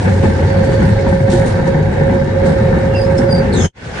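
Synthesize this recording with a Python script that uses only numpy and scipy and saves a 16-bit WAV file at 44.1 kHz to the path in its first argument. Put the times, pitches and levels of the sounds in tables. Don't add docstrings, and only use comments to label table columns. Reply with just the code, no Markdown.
import sys
import numpy as np
from scipy import signal
from scipy.io import wavfile
from scipy.ndimage import uniform_filter1d, minimum_filter1d

SR = 44100
rng = np.random.default_rng(int(sys.argv[2]) if len(sys.argv) > 2 else 0)


def wrap_up_sound(samples):
    columns = np.atleast_2d(samples).T
    tamed = np.clip(columns, -1, 1)
    steps = np.round(tamed * 32767).astype(np.int16)
    wavfile.write(sys.argv[1], SR, steps)


N = 176400
T = np.arange(N) / SR


# time_s, pitch_hz, level_db
MOTOR_HUM = [(0.0, 100.2, -8.5), (0.38, 83.9, -14), (0.46, 95, -10.5), (0.64, 94.8, -15.5),
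             (0.77, 112.3, -16), (1.02, 99.8, -14), (1.27, 102.9, -17.5), (1.4, 113.9, -14.5),
             (1.65, 86.6, -21), (1.7, 102, -16), (2.36, 94.56, -20), (2.47, 82.25, -22.5),
             (2.59, 104.8, -15), (2.77, 114.2, -18.5), (2.87, 103, -13.5), (3.32, 109.5, -20),
             (3.44, 91.5, -24), (3.65, 90.8, -14.5)]
# frequency_hz, density_db
RUMBLE_SPECTRUM = [(25, -13.5), (45, -6.5), (68, -1.5), (100, -2.5), (140, -3.5), (200, -6), (290, -14.5),
                   (460, -8.5), (640, -22.5), (860, -25.5), (1150, -27.5), (1700, -26.5), (2600, -34),
                   (4500, -44), (9500, -60)]

def drive(load_db, top_hz=2900, grind_from_hz=131):
    noise = butterworth(banded_noise(RUMBLE_SPECTRUM, patchy_db=2), 2, top_hz, "low")
    deep = from_db(0.078 * load_db) * butterworth(noise, 3, grind_from_hz, "low")
    grinding = from_db(0.64 * load_db) * butterworth(noise, 3, grind_from_hz, "high")
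    hz, db = in_time(MOTOR_HUM)
    hum = from_db(db - 2.5) * tone(hz, flutter=0.36, rate=16.4)
    return from_db(-15) * (deep + grinding) + hum


# time_s, pitch_hz, level_db
GEAR_TONE = [(.03, 535, -30), (.09, 540, -23.5), (.29, 541, -19), (.34, 538.4, -29), (.42, 548, -21.5),
             (.465, 540, -38), (.505, 541, -17.5), (.95, 541, -20), (1.43, 542, -17), (1.48, 532, -24),
             (1.63, 534, -22.5), (1.7, 540, -18), (1.9, 538, -25.5), (2.0, 541.7, -20.5),
             (2.22, 541, -17.5), (2.27, 541, -26.5), (2.44, 541, -15), (2.78, 537, -21), (3.1, 542, -16.5),
             (3.41, 542, -16.5), (3.47, 538, -26), (3.55, 535, -30.5)]
# start_s, end_s, pitch_hz, level_db
GEAR_WHINES = [(.45, .9, 4540, -44.5), (1.0, 1.894, 4540, -52), (1.305, 2.896, 3826, -50)]

def gears(waver_hz=2.027, whine_fade_s=0.038):
    hz, db = in_time(GEAR_TONE)
    hz = hz + waver_hz * drift(10.9)
    scatter = from_db(-9.5) * resonate(stereo_white(), 548.8, width_hz=31)
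    meshing = pan(-14) * tone(hz, flutter=0.19, rate=31)
    out = from_db(db + 1.24) * (meshing + scatter)
    for start, end, pitch_hz, level_db in GEAR_WHINES:
        fade = np.clip(np.minimum(T - start, end - T) / whine_fade_s, 0, 1)
        out += from_db(level_db) * fade * resonate(stereo_white(), pitch_hz, width_hz=110)
    return out


# time_s, load_db
FEED_LOAD = [(0, -1), (.15, -4), (.45, 1), (.9, -3), (1.01, -1.5), (1.2, -6.5), (1.42, -1.5), (1.63, -2),
             (1.87, -2.5), (2.1, -0.5), (2.3, -6), (2.5, 0.5), (2.8, -3.5), (2.92, -1.5), (3.2, -3.5),
             (3.47, 0), (3.65, 2)]
# start_s, length_s, added_load_db
CUTTER_BITES = [(0.058, 0.026, 9.5), (0.226, 0.018, 11.5), (0.586, 0.036, 2), (0.667, 0.024, 3),
                (0.791, 0.039, 7), (1.047, 0.037, 5), (1.286, 0.2, 2.5), (1.557, 0.026, 3),
                (1.667, 0.041, 3), (1.997, 0.044, 0.5), (2.093, 0.028, 3.5), (2.434, 0.079, 3),
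                (2.614, 0.024, -0.5), (2.728, 0.05, 5), (3.06, 0.036, 3.5), (3.187, 0.044, 5),
                (3.31, 0.044, -0.5), (3.54, 0.063, 2.5)]

def cutter_load(attack_s=0.003, release_s=0.025):
    load_db, = in_time(FEED_LOAD)
    for start, length, db in CUTTER_BITES:
        rise = np.clip((T - start) / attack_s + .5, 0, 1)
        release = np.exp(-np.maximum(T - start - length, 0) / release_s)
        load_db += db * rise * release
    return load_db


# pitch_hz, width_hz, level_db
FRAME_MODES = [(151.9, 10, -29), (182, 120, -30), (236.7, 22, -32.5), (359.7, 24, -31.5), (459, 200, -34.5),
               (734.6, 28, -38), (795, 47, -38.5), (846, 21, -40.5), (872.5, 38, -38.5), (936, 21, -39),
               (1401, 22, -52.5), (1485, 16, -48), (1560, 23, -43), (1591, 41, -42), (1676, 47, -43),
               (1784, 17, -42), (1821, 35, -45.5), (1923, 160, -43.5), (2076, 160, -46.5), (2202, 39, -47)]

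def frame_rattle(load_db, knocks_per_s=480):
    knocks = (rng.random(N) < knocks_per_s / SR) * from_db(np.minimum(rng.exponential(1, N), 3))
    out = 0
    for hz, width_hz, db in FRAME_MODES:
        load_share = at_hz([(300, 1), (1600, 0.44)], hz)
        force = resonate(knocks * from_db(load_share * load_db) * stereo_white(), hz, hz / 2)
        mid, side = signal.lfilter([1, 0, -1], mode_poles(hz, width_hz), force)
        out += from_db(db + 3.5) * rms_one(stereo(mid, side, hz))
    return out


# start_s, peak_db, pitch_hz
HOUSING_THUDS = [(.056, -6, 193.4), (.255, -9, 199), (.315, -11.5, 186), (.562, -7, 174), (.60, -14.5, 207),
                 (.82, -1.5, 177), (.845, -10, 161), (.88, -8.5, 197), (1.066, -8.5, 172),
                 (1.085, -17.5, 356.3), (1.126, -6.5, 189), (1.155, -10, 163), (1.204, -8, 126.4),
                 (1.28, -7, 194.4), (1.33, -10.5, 238), (1.331, -8, 353.5), (1.401, -11.5, 187.5),
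                 (1.455, -18, 174), (1.59, -12.5, 174), (1.685, -15, 200), (1.745, -6.5, 151.3),
                 (2.008, -5.5, 147.3), (2.095, -8.5, 189.2), (2.149, -12, 233), (2.215, -10.5, 139.5),
                 (2.279, -12, 177), (2.462, -8, 179.2), (2.655, -15, 190.3), (2.728, -6, 171),
                 (2.85, -15, 164), (3.115, -11.5, 168.5), (3.19, -9, 238), (3.233, -13, 349),
                 (3.239, -16, 176), (3.29, -10, 145), (3.33, -6.5, 178.6), (3.38, -9, 228.6)]

def thuds(rise_s=0.0036, decay_s=0.035, clank_db=18.5):
    thumps, jolts = np.zeros(N), np.zeros(N)
    for start, db, hz in HOUSING_THUDS:
        age = np.maximum(T - start, 0)
        envelope = np.minimum(age / rise_s, 1) * np.exp(-np.maximum(age - rise_s, 0) / decay_s)
        thumps += from_db(db) * envelope * np.sin(2 * np.pi * hz * age + rng.uniform(0, 2 * np.pi))
        jolts[int(start * SR)] = from_db(db + clank_db)
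    out = pan(1.5) * thumps
    struck = np.flatnonzero(jolts)
    for hz, width_hz, db in FRAME_MODES:
        force = np.zeros((2, N))
        force[:, struck] = jolts[struck] * rng.standard_normal((len(struck), 2)).T
        unit_ring = [0, np.sin(2 * np.pi * hz / SR)]
        mid, side = signal.lfilter(unit_ring, mode_poles(hz, width_hz), force + 1e-18)
        out += from_db(db) * stereo(mid, side, hz)
    return out


# peak_s, attack_s, release_s, pitch_hz, level_db
SCRAP_SQUEAKS = [(2.962, 0.038, 0.058, 2720, -24), (2.967, .03, .03, 4930, -32),
                 (2.988, 0.02, 0.029, 4910, -28.5), (3.018, 0.023, .04, 4855, -27.5),
                 (3.05, .03, 0.05, 5150, -36), (3.183, 0.018, 0.022, 5230, -28.5),
                 (3.19, .025, 0.047, 5460, -35), (3.313, .04, .04, 4770, -28),
                 (3.328, 0.022, .016, 4730, -18.5), (3.352, 0.027, 0.03, 4726, -22),
                 (3.386, 0.032, 0.06, 4700, -28.5)]

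def squeaks(sag_hz_per_s=900, jitter_hz=26.8, slips_per_s=100, fade_db=26):
    out = 0
    for peak_s, attack_s, release_s, pitch_hz, db in SCRAP_SQUEAKS:
        age = T - peak_s
        hz = pitch_hz - sag_hz_per_s * age + jitter_hz * drift(78)
        slips = 1 + 0.25 * np.cos(2 * np.pi * slips_per_s * age + drift(43))
        whistle = np.array([tone(hz, flutter=0.91, rate=33) for _ in range(2)])
        noise, width_hz = stereo_white(), 0.06 * pitch_hz
        rasp = from_db(-11) * resonate(noise, pitch_hz, width_hz)
        upper_mode = from_db(-16.5) * resonate(noise, 1.84 * pitch_hz, width_hz)
        fade = np.maximum(-age / attack_s, age / release_s)
        out += from_db(db - fade_db * fade) * slips * (whistle + rasp + upper_mode)
    return out


# time_s, pitch_hz, level_db
SCREECH_GLIDE = [(3.515, 4434, -55), (3.535, 4230, -31.5), (3.575, 3704, -29.5), (3.61, 3390, -31),
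                 (3.65, 3120, -30.5), (3.7, 3115, -22)]
# start_s, pitch_hz, width_hz, level_db
BLADE_MODES = [(3.565, 6290, 260, -31), (3.565, 7150, 700, -36), (3.607, 5300, 260, -35),
               (3.607, 6580, 451, -31), (3.607, 9250, 500, -46)]

def screech(jitter_hz=(260, 85), octave_db=-7.5, chatter_db=3, blade_rise_s=0.0049):
    hz, db = in_time(SCREECH_GLIDE)
    onset_s, fall_s, landing_s = (SCREECH_GLIDE[row][0] for row in (0, 1, -2))
    hz = hz + np.interp(T, [fall_s, landing_s], jitter_hz) * drift(252.8)
    squeal = np.zeros((2, N))
    for channel in squeal:
        channel += tone(hz, flutter=1, rate=190)
        channel += from_db(octave_db) * tone(2 * hz, flutter=1, rate=190)
    rasp = from_db(-7) * resonate(stereo_white(), 6300, width_hz=6000)
    chatter = rms_one(from_db(chatter_db * drift(65)))
    out = from_db(db) * (T > onset_s) * (squeal * chatter + rasp)
    for start, pitch_hz, width_hz, level_db in BLADE_MODES:
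        rise = np.clip((T - start) / blade_rise_s + .5, 0, 1)
        out += from_db(level_db) * rise * resonate(stereo_white(), pitch_hz, width_hz)
    return out


# time_s, level_db
TRICKLE_LEVEL = [(0, -38.5), (.9, -39), (1.25, -41), (1.6, -42.5), (1.85, -43.5), (2.25, -42.5),
                 (2.6, -41.5), (3.1, -41), (3.65, -42)]
# peak_s, peak_db, fall_db_per_s
SHRED_SPILLS = [(.01, -38, 100), (.06, -42, 104), (.232, -36.5, 106), (.642, -36, 201), (0.824, -37, 123),
                (1.085, -39.5, 147), (1.303, -29, 150), (1.324, -28, 109), (1.462, -32, 113),
                (1.675, -37.5, 238), (2.46, -33.5, 175), (3.183, -32.5, 304)]
# frequency_hz, density_db
TRICKLE_SPECTRUM = [(1500, -16.5), (2600, -2.5), (4200, 1), (5800, -4.5), (9500, -11)]
SPILL_SPECTRUM = [(1500, -6), (2600, -1), (4200, 2), (6000, -0.5), (9500, -3)]

def shreds(grain_db=1.6, crunch_db=2.5, rise_db_per_s=1797.5):
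    trickle_db, = in_time(TRICKLE_LEVEL)
    trickle = rms_one(banded_noise(TRICKLE_SPECTRUM, patchy_db=1.5) * from_db(grain_db * drift(200)))
    rush = rms_one(banded_noise(SPILL_SPECTRUM, patchy_db=2) * from_db(crunch_db * drift(350)))
    spill_power = 0
    for peak_s, peak_db, fall_db_per_s in SHRED_SPILLS:
        below_peak_db = np.maximum((peak_s - T) * rise_db_per_s, (T - peak_s) * fall_db_per_s)
        spill_power += from_db(peak_db - below_peak_db) ** 2
    return from_db(trickle_db) * trickle + np.sqrt(spill_power) * rush


# time_s, level_db
HOPPER_SWELL = [(3.70, -93), (3.745, -56), (3.757, -44), (3.775, -34), (3.86, -25.5), (3.93, -25),
                (3.97, -20), (4, -19)]
# frequency_hz, density_db
HOPPER_SPECTRUM = [(18, -43), (30, -11), (75, -0.5), (334, -17), (595, -12.5), (640, -19.5), (704, -15.5),
                   (1490, -27), (1600, -17.5), (1850, -20.5), (2600, -25.5), (9500, -43.5), (12400, -50),
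                   (20900, -120)]

def hopper(start_s, fade_s=0.016):
    db, = in_time(HOPPER_SWELL)
    fade = np.clip((T - start_s) / fade_s, 0, 1)
    return from_db(db) * fade * banded_noise(HOPPER_SPECTRUM, patchy_db=2)


# frequency_hz, correlation
MIC_LIKENESS = [(60, 1), (100, 3), (150, 0.97), (250, 0.75), (500, 0.38), (1000, 0.28), (2000, -0.08),
                (4000, 0.04), (9000, 0.08)]
# frequency_hz, left_minus_right_db
MIC_BALANCE = [(80, 1.2), (200, 1.7), (400, 2), (620, -0.5), (900, -0.75), (1400, -0.011), (4000, 0)]

def stereo(mid, side, hz):
    alike = np.clip(at_hz(MIC_LIKENESS, hz), -.999, .999)
    pair = np.sqrt(1 + alike) * mid + np.sqrt(1 - alike) * side * [[1], [-1]]
    return pan(at_hz(MIC_BALANCE, hz)) * pair


def pan(db):
    return rms_one(from_db([[db / 2], [-db / 2]]))


def banded_noise(spectrum, patchy_db):
    edges = 22 * 2 ** (np.arange(28) / 3)
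    white = rng.standard_normal((2, 2, N))
    out = 0
    for k, (low, high) in enumerate(zip(edges, edges[1:])):
        hz = np.sqrt(low * high)
        if high > spectrum[0][0] / 2:
            mid, side = butterworth(white[k % 2], 3, [low, high], "band")
            out += from_db(at_hz(spectrum, hz) + patchy_db * drift(9.2)) * stereo(mid, side, hz)
    return rms_one(out)


def tone(hz, flutter, rate):
    turn = np.exp(2j * np.pi * np.cumsum(hz) / SR)
    wobble = 1 + flutter * (drift(rate) + 1j * drift(rate))
    return rms_one(np.real(turn * wobble))


def drift(rate_hz, step=40):
    pole = np.exp(-2 * np.pi * step * rate_hz / SR)
    noise = rng.standard_normal(N // step + 2002)
    slow = signal.lfilter([1], [1, -2 * pole, pole * pole], noise)[2000:]
    return np.interp(np.arange(N) / step, np.arange(len(slow)), rms_one(slow))


def mode_poles(hz, width_hz):
    radius = np.exp(-np.pi * width_hz / SR)
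    return [1, -2 * radius * np.cos(2 * np.pi * hz / SR), radius * radius]


def resonate(x, hz, width_hz):
    edges = np.clip([hz - width_hz / 2, hz + width_hz / 2], 10, .45 * SR)
    return rms_one(butterworth(x + 1e-18, 2, edges, "band"))


def butterworth(x, order, hz, kind):
    return signal.sosfilt(signal.butter(order, hz, kind, fs=SR, output="sos"), x)


def stereo_white():
    return rng.standard_normal((2, N))


def in_time(rows):
    times, *columns = np.transpose(rows)
    return [np.interp(T, times, column) for column in columns]


def at_hz(points, hz):
    frequencies, values = np.transpose(points)
    return np.interp(np.log(hz), np.log(frequencies), values)


def from_db(db):
    return 10 ** (np.asarray(db) / 20)


def rms_one(x):
    return x / np.sqrt(np.mean(x ** 2) + 1e-20)


def scene(break_s=3.66, break_db_per_s=996):
    load_db = cutter_load()
    machine = drive(load_db) + gears() + frame_rattle(load_db) + thuds()
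    scrap = shreds() + squeaks() + screech()
    break_off = from_db(-break_db_per_s * np.clip(T - break_s, 0, .2))
    return (machine + scrap) * break_off + hopper(break_s)


def record(dry):
    dry = butterworth(dry, 2, 18, "high")
    safe_gain = np.minimum(1, .95 / (np.abs(dry).max(axis=0) + 1e-9))
    gain = uniform_filter1d(minimum_filter1d(safe_gain, size=400), size=400)
    return signal.sosfilt(signal.ellip(12, .2, 80, 9800, fs=SR, output="sos"), dry * gain)


dry = scene()
out = record(dry)
wrap_up_sound(out)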